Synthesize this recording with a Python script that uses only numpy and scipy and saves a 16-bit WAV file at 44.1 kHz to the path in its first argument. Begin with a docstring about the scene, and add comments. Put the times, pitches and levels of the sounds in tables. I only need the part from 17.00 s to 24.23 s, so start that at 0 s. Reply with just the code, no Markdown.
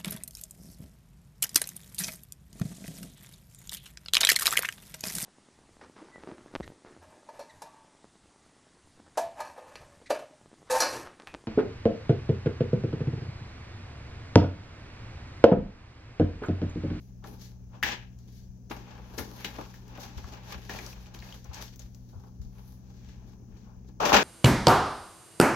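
"""An appliance hums in a hard-walled room while hands lift a cardboard insert out of a box on a table,
turn it over and drop it on a tiled floor. Two close microphone ports listen.
Noise slips through resonances make board rub on board and skin; short rings make flaps tick and knock.
Low sine swells are feet thudding now and then and, at the end, the board landing.
Wavering sines are the hum, filtered noise the air, decaying noise the echoes of the room."""
import sys
import numpy as np
from scipy import signal
from scipy.fft import rfft, irfft, next_fast_len
from scipy.io import wavfile
from scipy.ndimage import uniform_filter1d

SR = 44100
rng = np.random.default_rng(int(sys.argv[2]) if len(sys.argv) > 2 else 0)


def gain_from_db(level_db):
    """Convert decibel levels to linear amplitude factors (20 dB per decade)."""
    decades = np.asarray(level_db, float) / 20
    return 10 ** decades


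def wav_out(sig):
    """Save sig, one row per channel (or a flat mono array), as 16-bit PCM at SR to the path in sys.argv[1]."""
    wavfile.write(sys.argv[1], SR, np.round(np.clip(np.atleast_2d(sig).T, -1, 1) * 32767).astype(np.int16))


N = 318887
T = np.arange(N) / SR


def read(table, hz):
    """Read a (Hz, value) table joined on a log-frequency axis."""
    f, v = np.transpose(table)
    return np.interp(np.log(np.maximum(hz, 1)), np.log(f), v)


def colour(x, table):
    """Shape a sound by a (Hz, dB) table."""
    size = next_fast_len(N)
    gain = gain_from_db(read(table, np.fft.rfftfreq(size, 1 / SR)))
    return irfft(rfft(x, size) * gain, size)[..., :N]


def unit(x):
    """Scale to rms 1."""
    return x / np.sqrt(np.mean(x ** 2))


def walk(rate):
    """Random levels held 1 / rate s and slewed twice; spread near 1."""
    k = int(SR / rate)
    held = np.repeat(rng.standard_normal(N // k + 1), k)
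    return 0.95 * uniform_filter1d(uniform_filter1d(held, k), k)[:N]


def ring(x, modes):
    """Pass an excitation through (Hz, width Hz, dB) resonances of alternating sign."""
    out = 0
    for k, (hz, width, db) in enumerate(modes):
        out = out + (-1) ** k * gain_from_db(db) * signal.lfilter(*signal.iirpeak(hz, hz / width, SR), x)
    return out


def pan(db):
    """Left and right gains for a level difference, left minus right."""
    return gain_from_db(np.array([db, -db]) / 2)


# How alike the two microphone ports hear.
# Each row: frequency in Hz, likeness from 0 to 1.
PORT_LIKENESS = [(30, 0.4), (60, 0.99), (130, 0.82), (300, 0.9), (600, 0.3), (1200, 0.12), (3000, 0),
                 (7000, 0)]


def two_ports(mid, side):
    """Mix two sounds into left and right: close ports agree in the bass and differ in the treble."""
    size = next_fast_len(mid.shape[-1])
    alike = np.clip(read(PORT_LIKENESS, np.fft.rfftfreq(size, 1 / SR)), 0, 1)
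    shared = rfft(mid, size) * np.sqrt(1 + alike)
    opposed = rfft(side, size) * np.sqrt(1 - alike) * np.array([[1], [-1]])
    return irfft(shared + opposed, size)[:, :mid.shape[-1]] / np.sqrt(2)


# Microphone response to the hands and the board.
# Each row: frequency in Hz, gain in dB.
MIC_RESPONSE = [(100, -3.5), (6300, -1), (7400, -4.5), (8600, -9.5), (10500, -7), (15000, 1.5)]


def microphone(x):
    """Colour a sound as the microphone's frequency response does."""
    return colour(x, MIC_RESPONSE)


# The hands' side of the microphone.
# Each row: time in seconds, left minus right in dB.
HANDS_SIDE = [(0, 4.5), (1.3, 5.5), (1.7, 5), (4.4, 3.5), (4.7, 5.5), (5.2, 3.5), (6.9, 6.5), (7.23, 3.5)]


def hands_pan_db(t):
    """Level difference between the ports as the hands move from side to side."""
    return np.interp(t, *np.transpose(HANDS_SIDE))


# Spectrum of the empty room, before scaling to its overall level.
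# Each row: frequency in Hz, relative level in dB per Hz.
AIR_SPECTRUM = [(18, -22), (30, -6.5), (52, 1.5), (80, -4), (125, -9.5), (160, -19.5), (205, -6.5),
                (340, -26), (700, -30.5), (1200, -44), (3600, -54), (6270, -37.5), (8300, -61.5),
                (16000, -50)]
# Lean of the background, hum included, towards one port.
# Each row: frequency in Hz, left minus right in dB.
BACKGROUND_PAN = [(30, 10), (60, 2.5), (125, 1.5), (500, 4), (4000, 9.5), (12000, 13.5)]


def air():
    """Rumble of the house and hiss of the microphones; alike in the bass, unrelated in the treble."""
    pair = []
    for x, sign in zip(two_ports(*rng.standard_normal((2, N))), (1, -1)):
        spectrum = [(hz, db + sign * read(BACKGROUND_PAN, hz) / 2) for hz, db in AIR_SPECTRUM]
        pair.append(colour(x, spectrum))
    level_db = -51.5 + 0.77 * walk(3.7)
    return gain_from_db(level_db) * unit(np.array(pair))


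# Lines of the appliance.
# Each row: frequency in Hz, level in dB rms before panning, wavering in dB.
HUM_LINES = [(57.4, -53.5, 4.5), (120.2, -51.5, 1), (184.6, -56.5, 0.8), (247.7, -69, 3)]


def hum():
    """Mains and motor lines of an appliance; standing waves make them waver."""
    out = 0
    for hz, db, waver_db in HUM_LINES:
        level = np.sqrt(2) * gain_from_db(db + waver_db * walk(3.3))
        drift = 0.51 * waver_db * walk(4)  # radians
        lag = np.arccos(np.clip(read(PORT_LIKENESS, hz), 0, 1))  # between the ports, radians
        line = level * np.sin(2 * np.pi * hz * T + drift + np.array([[0], [lag]]))
        out = out + line * pan(read(BACKGROUND_PAN, hz))[:, None]
    return out


# Low thuds: feet and weight shifting on the floor, and at the end the dropped board landing.
# Each row: start in seconds, level in dB, frequency in Hz.
LOW_THUDS = [(0.838, -31, 64.4), (1.489, -36.5, 66), (1.818, -41, 48.4), (2.19, -30.5, 82.5),
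             (2.637, -47, 101), (3.165, -28, 65), (3.238, -31, 69.4), (3.553, -33.5, 69),
             (3.737, -38, 82.4), (4.488, -30.5, 68), (5.158, -32, 91), (5.397, -27.5, 60.2),
             (5.457, -32, 45.8), (6.248, -52, 61), (6.769, -36.5, 56), (7.135, -26, 62)]


def thuds():
    """Slow soft pushes on the floor, felt as short low swells, wider than the hum."""
    out, t = np.zeros((2, N + SR)), T[:SR // 3]
    swell = np.e * t / 0.016 * np.exp(-t / 0.01)
    lag = np.array([[0], [1.1]])  # between the ports, radians
    for s, db, hz in LOW_THUDS:
        i = int(s * SR)
        out[:, i:i + len(t)] += gain_from_db(db) * swell * np.sin(2 * np.pi * hz * t + lag)
    return out[:, :N] * pan(5.)[:, None]


# How long the tiled room rings on.
# Each row: frequency in Hz, time to fall 60 dB in seconds.
ROOM_DECAY = [(200, 0.38), (1000, 0.27), (4000, 0.17), (8000, 0.087), (14000, 0.23)]


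def room(x):
    """Dense echoes from tiles and walls; each octave dies at its own pace."""
    t = T[:SR // 3]
    noise = two_ports(*rng.standard_normal((2, len(t))))
    tail = 0
    for hz in 110 * 2. ** np.arange(8):
        band = signal.butter(2, [hz / np.sqrt(2), hz * np.sqrt(2)], "band", fs=SR, output="sos")
        tail = tail + signal.sosfilt(band, noise) * gain_from_db(-60 * t / read(ROOM_DECAY, hz))
    # the first echo, off the table, comes after a few milliseconds
    tail = tail * np.clip((t - .003) / 0.0013, 0, 1) * pan(4.)[:, None]
    tail = tail / np.sqrt(np.sum(tail ** 2) / 2)
    return signal.fftconvolve(x.mean(0)[None], tail, axes=1)[:, :N]


# Resonances of the hollow box and of the board.
# Each row: frequency in Hz, width in Hz, relative level in dB.
BOX_MODES = [(154.4, 62, 1), (240, 193, -0.5), (323, 90, 0), (424, 63, -4)]
BOARD_MODES = [(497, 90, -3), (624, 86, -1.5), (818, 100, -3), (994, 160, -5), (1128, 200, -5.5),
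               (1426, 240, -9.5)]
# Ticks and knocks of the flaps, up to the drop on the tiles. Each row: start in seconds, ring peak in dB
# before panning and microphone, ring in Hz, body push in dB over that peak, bright grit in dB over that peak.
CONTACTS = [(0.241, -40, 1800, 1, -20), (0.734, -56, 1720, 2, -34), (0.828, -13, 1800, -27, -14),
            (0.834, -11.5, 1910, -22, -17), (1.188, -53, 6400, -14, -15), (1.699, -42.5, 1480, -2, -24),
            (1.713, -32.5, 1500, -18, -29), (1.716, -36, 3350, -8, -23), (1.868, -50, 2460, 0, -21),
            (1.979, -44.5, 1560, 3, -25), (2.183, -27, 6250, -6.5, -14), (2.187, -25.5, 1690, -6, -29),
            (2.377, -50, 1440, -11, -19), (2.446, -22, 2900, -22, -28), (2.586, -37, 1480, -7, -29),
            (2.659, -44.5, 1300, -1, -26), (2.741, -39.5, 1680, -24.5, -5), (2.975, -41.5, 1540, 5, -1),
            (2.88, -47.5, 6200, -15, -3), (3.242, -37.5, 1140, -16, -22), (3.347, -46, 5800, -12, -1),
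            (3.695, -25.5, 1740, -14, -15), (3.739, -38, 1850, 3.5, -13.5), (3.788, -27.5, 2110, -15, -17),
            (3.839, -48, 2190, -6, -6), (3.863, -32, 5300, -10, -26), (3.882, -53, 6500, -20, 0),
            (3.929, -39, 2440, -11, -8), (4.059, -47, 2460, -17, -17), (4.146, -38, 2470, -35, -27),
            (4.189, -42, 4480, -29.5, -6), (4.201, -44, 4480, -30, -20), (4.224, -35.5, 1980, -15, -27),
            (4.29, -44.5, 2570, -19, -18), (4.305, -47, 4100, -16, -8), (4.324, -35, 2850, -30, -35),
            (4.444, -42.5, 6010, -9, -7), (4.544, -33, 6400, -27, -9), (4.679, -45, 3930, -17, -12),
            (4.759, -46.5, 6450, -18.5, 2), (4.794, -36.5, 6500, -18.5, -18), (4.947, -45.5, 6370, -22, -4),
            (5.237, -61, 1690, 7, -25.5), (5.418, -59, 1370, -11, -12.5), (5.72, -57, 6080, -6.5, -13),
            (6.889, -60, 5100, -18, -15.5), (7.004, -33, 1600, -9, -21.5), (7.058, -22, 1810, -2, -24),
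            (7.144, -6.5, 1400, -1, -33)]


def taps():
    """Each contact is a few cycles of its own ring, a spit of grit and a slower push on box and board."""
    out, t = np.zeros((2, N + SR)), T[:SR // 16]
    noise = rng.standard_normal((len(CONTACTS), len(t)))
    for (s, db, hz, body_db, grit_db), grit in zip(CONTACTS, noise):
        i = int(s * SR)
        # brighter ticks come more from the left, 3 dB per octave
        pan_db = hands_pan_db(s) + 3 * np.log2(hz / 1500)
        burst = grit * (1 - np.exp(-t / 0.00015)) * np.exp(-t / 0.0025)
        push = grit * t * np.exp(-t / 0.0047)
        own_ring = ring(burst, [(hz, hz / 4.7, 0)])
        body = ring(push, BOARD_MODES) + gain_from_db(-8.5) * ring(push, BOX_MODES)
        spit = np.diff(burst, prepend=0)
        hit = 0
        for part, part_db in ((own_ring, 0), (body, body_db), (spit, grit_db)):
            hit = hit + gain_from_db(part_db) * part / np.abs(part).max()
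        out[:, i:i + len(t)] += pan(pan_db)[:, None] * gain_from_db(db) * hit
    return microphone(out[:, :N])


def slips(share, spread_db):
    """Fibres catch and let go: a fine hiss with sparse larger slips of bounded size."""
    slipping = rng.random((2, N)) < share
    size_db = spread_db * np.minimum(rng.exponential(size=(2, N)), 2.7)
    return rng.standard_normal((2, N)) * (1 + slipping * gain_from_db(size_db))


def crackle(per_s, size, decay_s):
    """Sudden releases of the flutes: the force jumps and sinks back within a few hundredths of a second."""
    jumps = (rng.random(N) < per_s / SR) * size * np.minimum(rng.exponential(size=N), 3)
    return 1 + signal.lfilter([1], [1, -np.exp(-1 / (decay_s * SR))], jumps)


# The grip never quite rests.
# Each row: time in seconds, hollow box in dB, board in dB, corrugation rasp in dB.
GRIP_LEVELS = [(0, -72, -81.5, -81.5), (1.69, -67.5, -85, -85.5), (1.75, -60.5, -63.5, -60.5),
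               (2.15, -59, -56.5, -64), (2.35, -54, -55, -62.5), (2.7, -64, -64, -68),
               (2.83, -62, -64, -74), (2.95, -55.5, -56, -59.5), (3.4, -63, -58, -60.5),
               (3.65, -60.5, -63, -62.5), (3.98, -66, -62.5, -64), (4.4, -66, -71, -74.5),
               (4.9, -68, -79, -84.5), (5.5, -66.5, -76, -86), (5.9, -65.5, -71, -81),
               (6.5, -63.5, -79, -91), (6.95, -66, -80, -94), (7.23, -64.5, -78.5, -89.5)]
# The strokes below: times are for 20 dB, zero or less acts as 1 ms; falls are further scaled by FALL_SHARE.
# Board shudders after a sudden contact. Each row: start in seconds, fall time in seconds,
# hollow box in dB, board in dB, corrugation rasp in dB, hiss in dB.
BOARD_SHUDDERS = [(0.243, 0.23, -49, -62, -62, -61.5), (0.831, 0.15, -45.5, -42.5, -30, -41),
                  (1.188, 0.4, -73, -82, -79.5, -71), (1.699, 0.36, -52.5, -57, -61.5, -58),
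                  (1.713, 0.08, -45, -39.5, -46.5, -58.5), (2.182, 0.1059, -36, -42.5, -45.5, -41),
                  (2.448, 0.0538, -38.5, -42, -35.5, -37.5), (2.588, 0.07, -38.5, -39, -57, -56.5),
                  (2.74, 0.17, -68, -67, -63, -59), (3.696, 0.2449, -43.5, -43, -44.5, -46.5),
                  (4.144, 0.13, -64, -72, -63, -58), (4.535, .2, -67.5, -61, -52.5, -48),
                  (4.794, .12, -72, -64, -61.5, -55.5), (4.95, -0.02, -71.5, -76, -78, -58),
                  (5.133, 0.15, -58, -57, -80, -77.5), (5.238, 0.1, -65, -59.5, -77, -79.5),
                  (5.418, 0.1, -61.5, -67.5, -73, -60.5), (6.285, .08, -56, -70, -78, -75),
                  (6.889, .07, -52, -64, -72, -72), (7.005, 0.4, -47, -28, -39, -43),
                  (7.054, 0.14, -30, -27.5, -31, -30), (7.123, -0.12, -29.5, -15, -33, -43),
                  (7.131, 0.12, -27, -19, -25.5, -27.5)]
# Board slides on board or tile. 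Each row: loudest moment in seconds, rise time in seconds,
# fall time in seconds, board in dB, corrugation rasp in dB.
BOARD_SCRAPES = [(0.225, -0.24, 0.45, -60, -77), (0.755, .04, .08, -51, -61),
                 (0.874, 0.03, 0.1366, -40, -34.5), (1.883, 0.02, 0.15, -55.5, -60),
                 (2.42, 0.07, 0.38, -54.5, -52.5), (2.566, 0.04, -0.1, -58, -51),
                 (2.655, 0.17, -0.52, -54.5, -57), (3.008, -0.06, 0.1, -49, -52.5),
                 (3.53, .09, .08, -48, -50.5), (4.297, 0.22, 0.13, -54.5, -58.5),
                 (4.455, -0.2, .08, -59, -61), (4.512, 0, .06, -53.5, -79), (4.619, 0.14, 0.08, -49.5, -52),
                 (5.605, .1, 0.24, -65.5, -71), (6.111, 0.21, 0.25, -70.5, -67),
                 (6.291, 0.34, 0.2, -67.5, -77.5), (6.565, 0.1, 0.5, -70, -73), (6.705, .06, .09, -59, -76),
                 (7.031, 0.0237, .05, -24.5, -37), (7.096, 0.0558, .03, -35, -37),
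                 (7.144, .02, .06, -19.5, -21), (7.172, .03, 0.24, -26, -28.5)]
# Hissing brushes: skin over the board, and at the end the hiss of the board landing. Each row: loudest
# moment in seconds, rise time in seconds, fall time in seconds, main hiss in dB, fine fibre hiss in dB.
HISSING_BRUSHES = [(0.02, .1, 0.2, -74, -75), (0.28, .04, 0.23, -63.5, -63), (0.45, .08, .14, -56, -62),
                   (0.87, .04, .12, -42, -60), (1.381, 0.1, 0.15, -61, -66.5), (1.72, .02, .1, -69, -56),
                   (1.884, -0.01, 0, -58.5, -73), (2.02, 0, 0, -62, -77), (2.195, 0.0238, 0.07, -49, -43),
                   (2.4, 0.43, 0.76, -58, -60.5), (2.655, 0.2, .08, -60, -67),
                   (3.008, 0.02, 0.18, -50.5, -57), (3.341, 0.54, -1, -61, -70.5),
                   (3.532, 0.1, -0.7, -51.5, -57), (3.93, 0.4, .04, -52.5, -57.5), (4.04, .1, .1, -62, -67),
                   (4.296, 0.15, 0.34, -56.5, -63), (4.616, 0.01, 0.1251, -44.5, -50),
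                   (5.159, 0.7, 0.57, -73, -77), (5.737, 0.3, 0.14, -68, -67), (6.111, 0.4, 0.2, -67, -79),
                   (6.291, 0.04, 0.1, -67, -74.5), (6.57, -0.4, 0.16, -66.5, -82),
                   (6.891, 0.03, -0.1, -67, -78), (7.142, .015, .06, -26, -48)]
# Fall time of each layer. In order: box, board, rasp, skin and fibre, as a share of the stroke's.
FALL_SHARE = [1.02, 0.98, 0.93, 0.81, 0.68]


def pressure():
    """Levels of box, board, rasp, skin and fibre: the grip plus every stroke's rise and fall in dB."""
    t = T[::32]
    silent = -140  # dB
    swell = 1.3  # slides and brushes ease off their top; 1 = straight in dB

    def carried(rasp):
        """Skin and fibre hiss that goes along with a rasp, in dB."""
        return rasp - 6.5, rasp - 21

    strokes = []
    for s, fall, box, board, rasp, hiss in BOARD_SHUDDERS:
        strokes.append((s, .005, fall, 1, (box, board, rasp, hiss, hiss - 8.5)))
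    for s, rise, fall, board, rasp in BOARD_SCRAPES:
        strokes.append((s, rise, fall, swell, (board - 7, board, rasp, *carried(rasp))))
    for s, rise, fall, hiss, fibre in HISSING_BRUSHES:
        strokes.append((s, rise, fall, swell, (silent, silent, hiss - 9, hiss, fibre)))

    s, *grip = np.transpose(GRIP_LEVELS)
    layers = (*grip, *carried(grip[-1]))
    power = gain_from_db(np.array([np.interp(t, s, layer) for layer in layers])) ** 2
    for s, rise, fall, rounding, dbs in strokes:
        before = ((s - t) / max(rise, 1e-3)) ** 2
        after = np.abs(t - s) / max(fall, 1e-3) / np.array(FALL_SHARE)[:, None]
        away = np.where(t < s, before, after ** rounding)
        power = power + gain_from_db(np.array(dbs)[:, None] - 20 * away) ** 2
    return [np.interp(T, t, np.sqrt(p)) for p in power]


# Resonances of the corrugation rasp, the skin hiss and the fine fibre hiss.
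# Each row: frequency in Hz, width in Hz, relative level in dB.
RASP_MODES = [(1637, 234, 4), (1840, 710, -0.5), (2420, 660, -1), (3304, 1480, -6.5)]
SKIN_MODES = [(4330, 3700, 3.5), (5300, 850, 0.5), (6145, 3100, 7)]
FIBRE_MODES = [(10580, 3400, 11.5), (13600, 1720, -19)]


def rubbing():
    """Slips ring box and board, rasp on the corrugation and hiss under the skin, in uneven gusts."""
    # one stream of slips drives every layer, so that a crackle is heard across the treble
    force = microphone(slips(0.0023, 7.8) * crackle(30., 0.51, 0.014))
    shared_gust, out = walk(40), 0
    layers = (BOX_MODES, BOARD_MODES, RASP_MODES, SKIN_MODES, FIBRE_MODES)
    for modes, level in zip(layers, pressure()):
        gust_db = 0.79 * shared_gust + 1.1 * walk(25)
        centre_hz = np.mean(modes, 0)[0]
        # a broad second resonance holds each layer to its own region
        rung = unit(ring(ring(force, modes), [(centre_hz, 0.48 * centre_hz, 0)]))
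        out = out + level * gain_from_db(gust_db) * rung
    return two_ports(*out) * pan(hands_pan_db(T))


def scene():
    """Hands and board in the room, over low thuds, hum and air."""
    rub, hits = rubbing(), taps()
    echoes = room(gain_from_db(-9.5) * rub + gain_from_db(-0.5) * hits)
    near = rub + hits + echoes
    return near + thuds() + hum() + air()


def roll_off(x):
    """The treble ends steeply here."""
    return signal.sosfilt(signal.butter(12, 16970, fs=SR, output="sos"), x)


# Upper limit of what is heard.
# Each row: frequency in Hz, gain in dB.
TOP_CUT = [(15850, 0), (16050, -45)]


def record(dry):
    """The treble falls away steeply at the upper limit."""
    mix = colour(dry, TOP_CUT)
    return roll_off(mix)


dry = scene()
out = record(dry)
wav_out(out)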